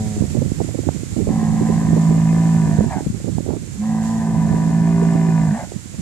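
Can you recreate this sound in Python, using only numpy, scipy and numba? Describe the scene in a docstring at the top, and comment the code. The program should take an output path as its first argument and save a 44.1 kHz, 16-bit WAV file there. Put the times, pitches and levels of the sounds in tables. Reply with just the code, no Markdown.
"""An open pasture, where a farther cow ends one soft clean low, then a bull gives two long rough bellows
that each close on a snort. By period doubling his vocal folds slip into a strong-weak beat, which fills
in spectral lines at half the pitch; the resonances of his long throat colour them. Turbulent wind
buffets two bare microphone ports, mostly the right one, over the far hiss of grass and leaves."""
import sys
import numpy as np
from scipy import signal
from scipy.fft import rfft, irfft
from scipy.io import wavfile
from scipy.ndimage import uniform_filter1d
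from numba import njit

SR = 44100
rng = np.random.default_rng(int(sys.argv[2]) if len(sys.argv) > 2 else 0)


def generate_wav(sig):
    """Save sig (samples, or channels by samples) to the path in sys.argv[1] as 16-bit PCM at SR."""
    pcm = np.round(np.clip(np.atleast_2d(sig).T, -1, 1) * 32767).astype(np.int16)
    wavfile.write(sys.argv[1], SR, pcm)


N = 265345


def bellows():
    """Source-filter voice: the folds are roughest while the 3rd and 4th lines compete in strength."""
    pair_hz, third_db, fourth_db, seventh_db, mouth_db, along_s, tuning, sounding = bellow_contours()
    lead_db = third_db - fourth_db
    rough = .1 + .32 * np.exp(-((lead_db - 2) / 6) ** 2)
    depth = np.clip(uniform_filter1d(lead_db, size=9000) / 12 + .3, 0, 1)   # 0 light voice, 1 deep voice
    turns = np.cumsum(pair_hz) / SR + .014 * rough * drift(39)   # jitter: rough folds close early or late
    chest = chest_lines(turns, rough, depth, third_db, fourth_db, seventh_db)
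    source, air = vocal_folds(turns, pair_hz, rough, lead_db)
    mouth = vocal_tract(source, air, tuning, depth, mouth_db, along_s)
    return sounding * chest, sounding * mouth


# The held part of each bellow. Each row: time in seconds, rate of strong-weak pairs in Hz,
# levels of the 3rd, 4th and 7th lines in dB, mouth level in dB.
HELD_PARTS = [
    [(1.36, 55.12, -22, -25, -58, -33), (1.5, 54.24, -23, -22.5, -60, -34.5),
     (1.7, 55.47, -23.5, -22, -63, -33), (1.83, 54.85, -19, -25, -57, -35),
     (1.95, 54.3, -18, -23, -38, -36), (2.1, 54.52, -14, -25.5, -53, -33.5),
     (2.25, 54.24, -15.5, -23.5, -59, -34), (2.4, 55.36, -14.5, -25.5, -46, -33.5),
     (2.56, 54.9, -15.5, -23.5, -42.5, -34.5), (2.69, 52.98, -17, -24, -40, -35.5),
     (2.8, 52.95, -26, -23, -57, -35)],
    [(3.89, 55.02, -26.5, -22, -67, -34), (4.0, 54.55, -26.5, -23, -63, -33),
     (4.13, 56.28, -30.5, -23, -60, -34), (4.3, 55.13, -21.5, -24, -42.5, -33.5),
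     (4.55, 54.02, -19.5, -25, -61, -33), (4.72, 54.99, -18, -24.5, -50, -35.5),
     (4.88, 56.05, -16.5, -24, -37, -33), (5.0, 56.33, -15.5, -26, -31.5, -32),
     (5.15, 55.27, -17, -23.5, -36.5, -32), (5.32, 54.83, -16, -25, -35.5, -33.5),
     (5.4, 53.98, -17.5, -24, -57, -33), (5.51, 52.44, -18, -24, -57, -33)],
]
# The clean opening hum and the closing upward flick. Each row: seconds from the start (onset) or end
# (close) of the held part, pitch factor, offsets in dB of the odd lines, the even lines and the mouth.
ONSET = [(-.12, .89, -26, -17, -20), (-.09, .93, -26, -1, -17), (-.05, .99, -22, -0.5, -2),
         (0, 1, -0.5, 1.5, 0)]
CLOSE = [(0, 1, -0.5, -1, 0.5), (.018, .96, -16, 8, -1.5), (.045, 1.06, -17, -1, -2),
         (.075, 1.19, -37, -9, -12), (.1, 1.24, -29, -42, -25)]
# One row a bellow: factor on the throat resonances at the start, factor at rest, time constant in seconds.
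NECK_STRETCH = [(1.065, 0.94, 1.08), (1.064, 0.97, 0.32)]

def bellow_contours():
    """Pitch and level contours; a longer tube resonates lower, so tuning sinks as the neck stretches."""
    t, contours = np.arange(N) / SR, np.ones((8, N))
    for held, (high, rest, stretch_s) in zip(HELD_PARTS, NECK_STRETCH):
        pair_hz, third_db, fourth_db, seventh_db, mouth_db = in_time(held)
        edges = [(held[0][0] + s, *offsets) for s, *offsets in ONSET]
        edges += [(held[-1][0] + s, *offsets) for s, *offsets in CLOSE]
        bend, odd_db, even_db, opening_db = in_time(edges)
        start, end = edges[0][0], edges[-1][0]
        sounding = np.clip(np.minimum(t - start, end - t) / .012 + .5, 0, 1)   # 12 ms fades
        along_s = (t - start).clip(0)
        tuning = rest + (high - rest) * np.exp(-along_s / stretch_s)
        span = (t > start - .3) | (held is HELD_PARTS[0])
        contours[:, span] = np.array([pair_hz * bend, third_db + odd_db, fourth_db + even_db,
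                                      seventh_db + odd_db, mouth_db + opening_db,
                                      along_s, tuning, sounding])[:, span]
    return contours


def chest_lines(turns, rough, depth, third_db, fourth_db, seventh_db):
    """Harmonic series on the pair rate; the beat is unsteady, so the odd lines are modulated most."""
    second_db = np.maximum(third_db - 20, fourth_db - 18)
    fifth_db = third_db - 14 - 2.5 * depth
    chest = 0
    for k, level_db in enumerate([second_db, third_db, fourth_db, fifth_db, fifth_db - 12, seventh_db], 2):
        shimmer = 1 + 1.6 * rough ** 2 * (1 if k % 2 else .4) * (drift(25) + 1j * drift(25))
        lag = .35 * (k - 2) ** 2   # lines above the chest resonance lag, which rounds the beat
        line = shimmer * np.exp(1j * (2 * np.pi * k * turns - lag))
        chest = chest + np.sqrt(2) * amp(level_db) * line.imag
    return chest


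def vocal_folds(turns, pair_hz, rough, lead_db):
    """Period doubling: two closures a turn, the second weaker the more the 3rd line leads the 4th."""
    beat = np.floor(2 * turns)
    weak = np.clip(1 - .5 * amp(lead_db), .15, 1)
    strength = np.where(beat % 2 == 0, 1, weak) / np.sqrt((1 + weak ** 2) / 2)
    shimmer = amp(5.7 * rough * np.clip(drift(130), -3, 1.5))
    closures = np.diff(beat, prepend=beat[0]).clip(0) * strength * shimmer * np.sqrt(SR / pair_hz / 2)
    air = (1 + .69 * np.cos(4 * np.pi * turns)) * rng.standard_normal(N)   # breath pulses with the folds
    breath_share = np.clip(.8 * rough + .1, 0, 1)
    return np.sqrt(1 - breath_share) * closures + np.sqrt(breath_share) * air, air


# Throat and mouth resonances. Each row: frequency before tuning in Hz, bandwidth in Hz,
# relative gain in dB in the light voice and in the deep voice.
FORMANTS = [(490, 29, -2, -6.5), (594, 37, -11, -6.5), (693, 24.8, 5, 2.5), (758, 86, -1, -5),
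            (791, 22, 2.5, 3), (892, 51, -7, -13.5), (997.6, 33.3, 0, 2), (1222, 48, -16, -11),
            (1513, 30, -7.5, -7), (1624, 100, -8.5, -14), (1786, 36, -4, -3), (1906, 59, -8, -12),
            (2106, 63, -13.5, -10), (2554, 43, -21, -13.5), (2840, 73, -27, -19.5), (5490, 71, -41, -19.5)]

def vocal_tract(source, air, tuning, depth, mouth_db, along_s):
    """Formant filtering: a low band from the mouth, a breathier high band from the nose and lips."""
    mouth = cut(resonate(source, modes_of(FORMANTS[:8]), tuning, depth), 350, "high")
    lips = cut(resonate(source + .2 * air, modes_of(FORMANTS[8:]), tuning, depth), 1350, "high")
    lips_db = mouth_db - 11.5 + 3 * along_s.clip(0, 2)   # the lips open further along the call
    return amp(mouth_db) * rms_one(mouth) + amp(lips_db) * rms_one(lips)


# The snort closing each bellow. Each row: peak time in seconds, level in dB, hold in seconds,
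# tuning factor at the peak.
SNORTS = [(2.923, -27.5, 0.046, 1.0), (5.576, -29.5, .04, 0.98)]
# Open-mouth resonances. Each row: frequency before tuning in Hz, bandwidth in Hz, relative gain in dB.
SNORT_FORMANTS = [(640, 56, 2.5), (786, 85, 2.5), (920, 46, 6), (978, 110, -2), (1150, 160, -9.5),
                  (1670, 94, -8.5), (1820, 160, -11.5), (2236, 290, -16)]

def snorts(rise_db_per_s=400, fall_db_per_s=312, sag_per_s=1.27, flutter_db=4):
    """Unvoiced excitation: fluttering air alone drives the sinking resonances of the open mouth."""
    t, envelope, tuning = np.arange(N) / SR, 0, np.ones(N)
    for s, level_db, held_s, peak_tuning in SNORTS:
        below_db = rise_db_per_s * (s - t).clip(0) + fall_db_per_s * (t - s - held_s).clip(0)
        envelope = envelope + amp(level_db - below_db)
        span = t > s - .2
        tuning[span] = peak_tuning - sag_per_s * (t[span] - s).clip(-.05, .1)
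    air = resonate(rng.standard_normal(N), modes_of(SNORT_FORMANTS), tuning, np.zeros(N))
    return envelope * amp(flutter_db * drift(21)) * rms_one(cut(air, 510, "high"))


# The end of the farther cow's soft low. Each row: time in seconds, pitch in Hz, level in dB.
LOW_CONTOUR = [(0, 107.9, -30), (.1, 106.6, -37.5), (.2, 102.3, -35.5), (.26, 101.9, -43), (.31, 99, -61)]
# Its spectrum. Each row: harmonic number, offset from that level in dB.
LOW_HARMONICS = [(1, 1), (2, 4.5), (3, -34), (4, -9), (5, -15), (6, -16.5), (7, -11.5), (9, -21.5)]

def far_cow():
    """Periodic vibration: a clean harmonic series on a sinking pitch."""
    hz, level_db = in_time(LOW_CONTOUR)
    turns = np.cumsum(hz) / SR
    tone = sum(amp(db) * np.sin(2 * np.pi * k * turns) for k, db in LOW_HARMONICS)
    return np.sqrt(2) * amp(level_db) * tone * (np.arange(N) / SR < LOW_CONTOUR[-1][0])


# Steady rumble. 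Each row: time in seconds, left level in dB, right level in dB.
RUMBLE_LEVELS = [(0, -21, -28), (.15, -37, -23.5), (.45, -30, -22), (.75, -38, -22.5), (1.05, -38.5, -25.5),
                 (1.35, -29, -21), (1.8, -31.5, -21), (2.1, -36, -22), (2.3, -30, -24.5),
                 (2.55, -29, -24.5), (2.7, -33, -20), (2.85, -36, -24), (3.0, -34, -26.5),
                 (3.3, -35.5, -24.5), (3.75, -42, -29), (4.2, -28, -33.5), (4.5, -34, -20), (4.8, -32, -26),
                 (5.2, -39, -25.5), (5.55, -37, -27.5), (5.85, -48, -34.5), (6.01, -33, -24)]
# Strong eddies. Each row: time in seconds, level in dB (the crest stands 5.5 dB higher),
# length in ms, brightness in Hz, port (0 left, 1 right).
STRONG_EDDIES = [(.168, -18, 4.4, 457, 1), (.178, -18, 14, 219, 0), (.207, -5.5, 3.7, 147, 1),
                 (.223, -9.5, 5.5, 364, 1), (.239, -14, 4.1, 300, 1), (.352, -10.5, 9.8, 438, 1),
                 (.373, -11, 15, 380, 1), (.386, -7.5, 8.7, 200, 1), (.422, -10.5, 12.3, 374, 1),
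                 (.459, -14, 12, 288, 1), (.518, -7.5, 1.6, 244, 1), (.605, -12.5, 8.8, 506, 1),
                 (.616, -9.5, 5.5, 455, 1), (.647, -18, 3.7, 322, 1), (.691, -21, 3.7, 430, 1),
                 (.749, -17.5, 11, 410, 1), (.791, -12.5, 3.7, 343, 1), (.838, -23, 7.9, 383, 1),
                 (.871, -10.5, 7.9, 333, 1), (.89, -3, 4, 615, 1), (.964, -22.5, 4.5, 343, 1),
                 (1.007, -22, 3.7, 350, 1), (1.035, -17, 2.8, 264, 1), (1.168, -14.5, 6, 420, 1),
                 (1.192, -12.5, 35, 318, 1), (1.217, -26, 5.5, 180, 0), (1.225, -21, 9, 380, 1),
                 (1.274, -12.5, 5.2, 304, 1), (1.292, -11.5, 1.6, 507, 1), (1.305, -8.5, 26, 240, 1),
                 (1.431, -13, 2, 345, 1), (1.513, -14, 17.5, 160, 1), (1.616, -9, 13, 306, 1),
                 (1.7, -11.5, 17, 400, 1), (1.887, -12.5, 7.8, 247, 1), (1.931, -3.5, 8, 310, 1),
                 (1.972, -14, 13.2, 480, 1), (2.089, -10, 9.2, 181, 1), (2.114, -15.5, 20.8, 333, 1),
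                 (2.178, -12.5, 4.1, 400, 1), (2.332, -17, 8, 390, 1), (2.376, -21, 8.5, 370.2, 1),
                 (2.676, -15.5, 9.5, 280, 1), (2.787, -3, 3.64, 265, 1), (2.809, -10, 10.4, 423, 1),
                 (2.842, -13.5, 4.7, 457.5, 1), (2.861, -14, 7, 199.5, 1), (2.97, -14, 21, 263, 1),
                 (3.008, -14.5, 4.4, 390, 1), (3.068, -12, 10, 254, 0), (3.101, -12.5, 6.3, 158, 0),
                 (3.147, -16.5, 6.2, 254, 1), (3.245, -15, 5.2, 368, 1), (3.282, -13.5, 17, 424, 1),
                 (3.351, -16, 4.4, 200, 1), (3.298, -22, 4.4, 250, 1), (3.384, -11.5, 2, 550, 1),
                 (3.406, -16, 5.3, 396, 1), (3.465, -18, 9.8, 454, 1), (3.492, -11, 26, 347, 1),
                 (3.507, -15.5, 89, 596, 1), (3.538, -12.5, 3.5, 335.5, 1), (3.569, -16.5, 12.1, 269.9, 1),
                 (4.48, -26, 6.8, 329.3, 1), (4.541, -14, 12, 320, 1), (4.709, -19, 7.5, 251.4, 1),
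                 (5.028, -14, 7.3, 325.7, 1), (5.073, -16, 10.1, 271, 1), (5.154, -10.5, 5.5, 489.2, 1),
                 (5.287, -18, 13.4, 298.8, 1), (5.721, -22.5, 5.35, 455.6, 1), (5.763, -18, 11.6, 220.2, 1),
                 (5.994, -17, 10, 172, 1)]

def wind():
    """Turbulent pressure at the ports: a continuous rumble, with bursts from single eddies."""
    left_db, right_db = in_time(RUMBLE_LEVELS)
    steady = np.array([rumble(left_db, lumps_db=2), rumble(right_db, lumps_db=2.5)])
    return steady + buffets(STRONG_EDDIES + small_eddies(right_db, count=130))


def rumble(level_db, lumps_db):
    """Amplitude-modulated low turbulence; the upper band swings more, so lumps are brighter than lulls."""
    swing_db = lumps_db * np.clip(drift(20), -3, 2)
    low = rms_one(cut(rng.standard_normal(N), [70, 170], "band"))
    high = rms_one(cut(cut(rng.standard_normal(N), [150, 330], "band"), 310, "low"))
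    return amp(level_db) * (low * amp(.87 * swing_db) + high * amp(2 * swing_db - 9.5))


def small_eddies(rumble_db, count, mean_ms=11.7, mean_hz=320):
    """Random arrivals: rows of small eddies on the right port, whose level follows the rumble there."""
    when, size, length, brightness = rng.random((count, 4)).T
    s = .05 + (np.arange(count) + when) / count * (N / SR - .1)
    level_db = rumble_db[(s * SR).astype(int)] - .5 - 4 * size
    return list(zip(s, level_db, mean_ms * (.5 + length), mean_hz * (.5 + brightness), np.ones(count)))


def buffets(eddies, size=4096, crest_db=5.5):
    """Pressure transients: each passing eddy is a burst of low noise that rises faster than it falls."""
    ports = np.zeros((2, N + 2 * size))
    from_core_ms = 1000 * np.arange(size) / SR - 30
    for s, level_db, ms, hz, port in eddies:
        noise = rng.standard_normal(size)
        along = from_core_ms / max(ms, 2)
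        envelope = np.exp(-(along * np.where(along < 0, 1.8, 1.2)) ** 2)
        push = noise * envelope
        push[np.argmax(envelope)] = .6 * np.sign(noise[0]) * np.linalg.norm(envelope)   # slap at the core
        push = cut(push, 170, "low", order=1)
        push = cut(push, 1.35 * max(hz, 60), "low", order=4)   # rolls off just above its brightness
        burst = cut(push, 105, "high")
        start = round((s - .0315) * SR)
        ports[round(port), start:start + size] += amp(level_db + crest_db) * burst / np.abs(burst).max()
    return ports[:, :N]


# Far grass and leaves. Each row: time in seconds, level in dB.
HISS_LEVELS = [(0, -37), (2.6, -37.5), (3.4, -40.5), (4.0, -40), (6.02, -39.5)]
# Their spectrum; the right port resonates in the treble.
# Each row: frequency in Hz, relative spectral density in dB on the left and on the right.
HISS_SPECTRUM = [(200, -37.5, 5.5), (490, -5.5, -24.5), (1170, -13, -14), (2020, -10, -10.5),
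                 (3060, -16, -12.5), (4300, -12.5, -13), (5880, -15, -9), (7290, -19.5, 0.5),
                 (8840, -22.5, -9.5), (10230, -26, -14), (12000, -30, -18.5), (15000, -34, -36)]
# Brief flares of the hiss. Each row: start in seconds, rise in dB, decay time in seconds.
HISS_FLARES = [(.3, 4, 0.032), (4.03, 4, 0.12)]

def field_hiss():
    """Incoherent noise: far grass and leaves give a smooth hiss, uncorrelated between the ports."""
    hz, *spectra_db = np.transpose(HISS_SPECTRUM)
    log_hz = np.log(np.fft.rfftfreq(N, 1 / SR) + 1)
    gains = [amp(np.interp(log_hz, np.log(hz), db)) for db in spectra_db]
    ports = np.array([irfft(rfft(rng.standard_normal(N)) * gain, N) for gain in gains])
    t = np.arange(N) / SR
    flares_db = sum(db * (t > s) * np.exp(-(t - s).clip(0) / decay_s) for s, db, decay_s in HISS_FLARES)
    return amp(in_time(HISS_LEVELS)[0] + flares_db + .5 * drift(3.4)) * rms_one(ports)


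@njit
def resonate(x, modes, tuning, depth):
    """Modal superposition: resonators of alternating sign, tuned together and weighted by voice depth."""
    out = np.zeros(len(x))
    for k in range(len(modes)):
        hz, width_hz, light, deep = modes[k]
        r = np.exp(-np.pi * width_hz / SR)
        y1 = y2 = 0.
        for i in range(2, len(x)):
            feedback = 2 * r * np.cos(2 * np.pi * hz * tuning[i] / SR) * y1 - r * r * y2
            y = (1 - r * r) / 2 * (x[i] - x[i - 2]) + feedback
            y1, y2 = y, y1
            out[i] += (-1) ** k * (light * (1 - depth[i]) + deep * depth[i]) * y
    return out


def modes_of(rows):
    """Resonance rows with linear gains for the light and the deep voice."""
    return np.array([(hz, width, amp(db[0]), amp(db[-1])) for hz, width, *db in rows])


def amp(db):
    """Decibels to amplitude ratio."""
    return 10 ** (np.asarray(db) / 20)


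def rms_one(x):
    """Normalisation to rms 1."""
    return x / np.sqrt(np.mean(x ** 2) + 1e-20)


def in_time(rows):
    """Linear interpolation of table columns over time."""
    s, *columns = np.transpose(rows)
    return [np.interp(np.arange(N) / SR, s, column) for column in columns]


def cut(x, hz, kind, order=2):
    """Butterworth filter."""
    return signal.sosfilt(signal.butter(order, hz, kind, fs=SR, output="sos"), x)


def drift(rate_hz):
    """Random fluctuation: low-passed noise of rms 1."""
    return rms_one(cut(rng.standard_normal(N + 9000), rate_hz, "low")[9000:])


def scene():
    """Superposition at two ports: the bull stands ahead; wind and hiss differ in each."""
    chest, mouth = bellows()
    low_tones, mouth = chest + far_cow(), mouth + snorts()
    shaded_mouth = cut(mouth, 1510, "low", order=1)   # the right port is shaded from the treble
    cattle = np.array([low_tones + mouth, amp(3) * low_tones + shaded_mouth])
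    return cattle + wind() + field_hiss()


def record(dry):
    """Band limiting and soft saturation: the bass rolls off, peaks are rounded, the top is cut."""
    rounded = .95 * np.tanh(cut(dry, 36, "high", order=4) / .95)
    return signal.sosfilt(signal.cheby2(20, 60, 14560, fs=SR, output="sos"), rounded)


dry = scene()
out = record(dry)
generate_wav(out)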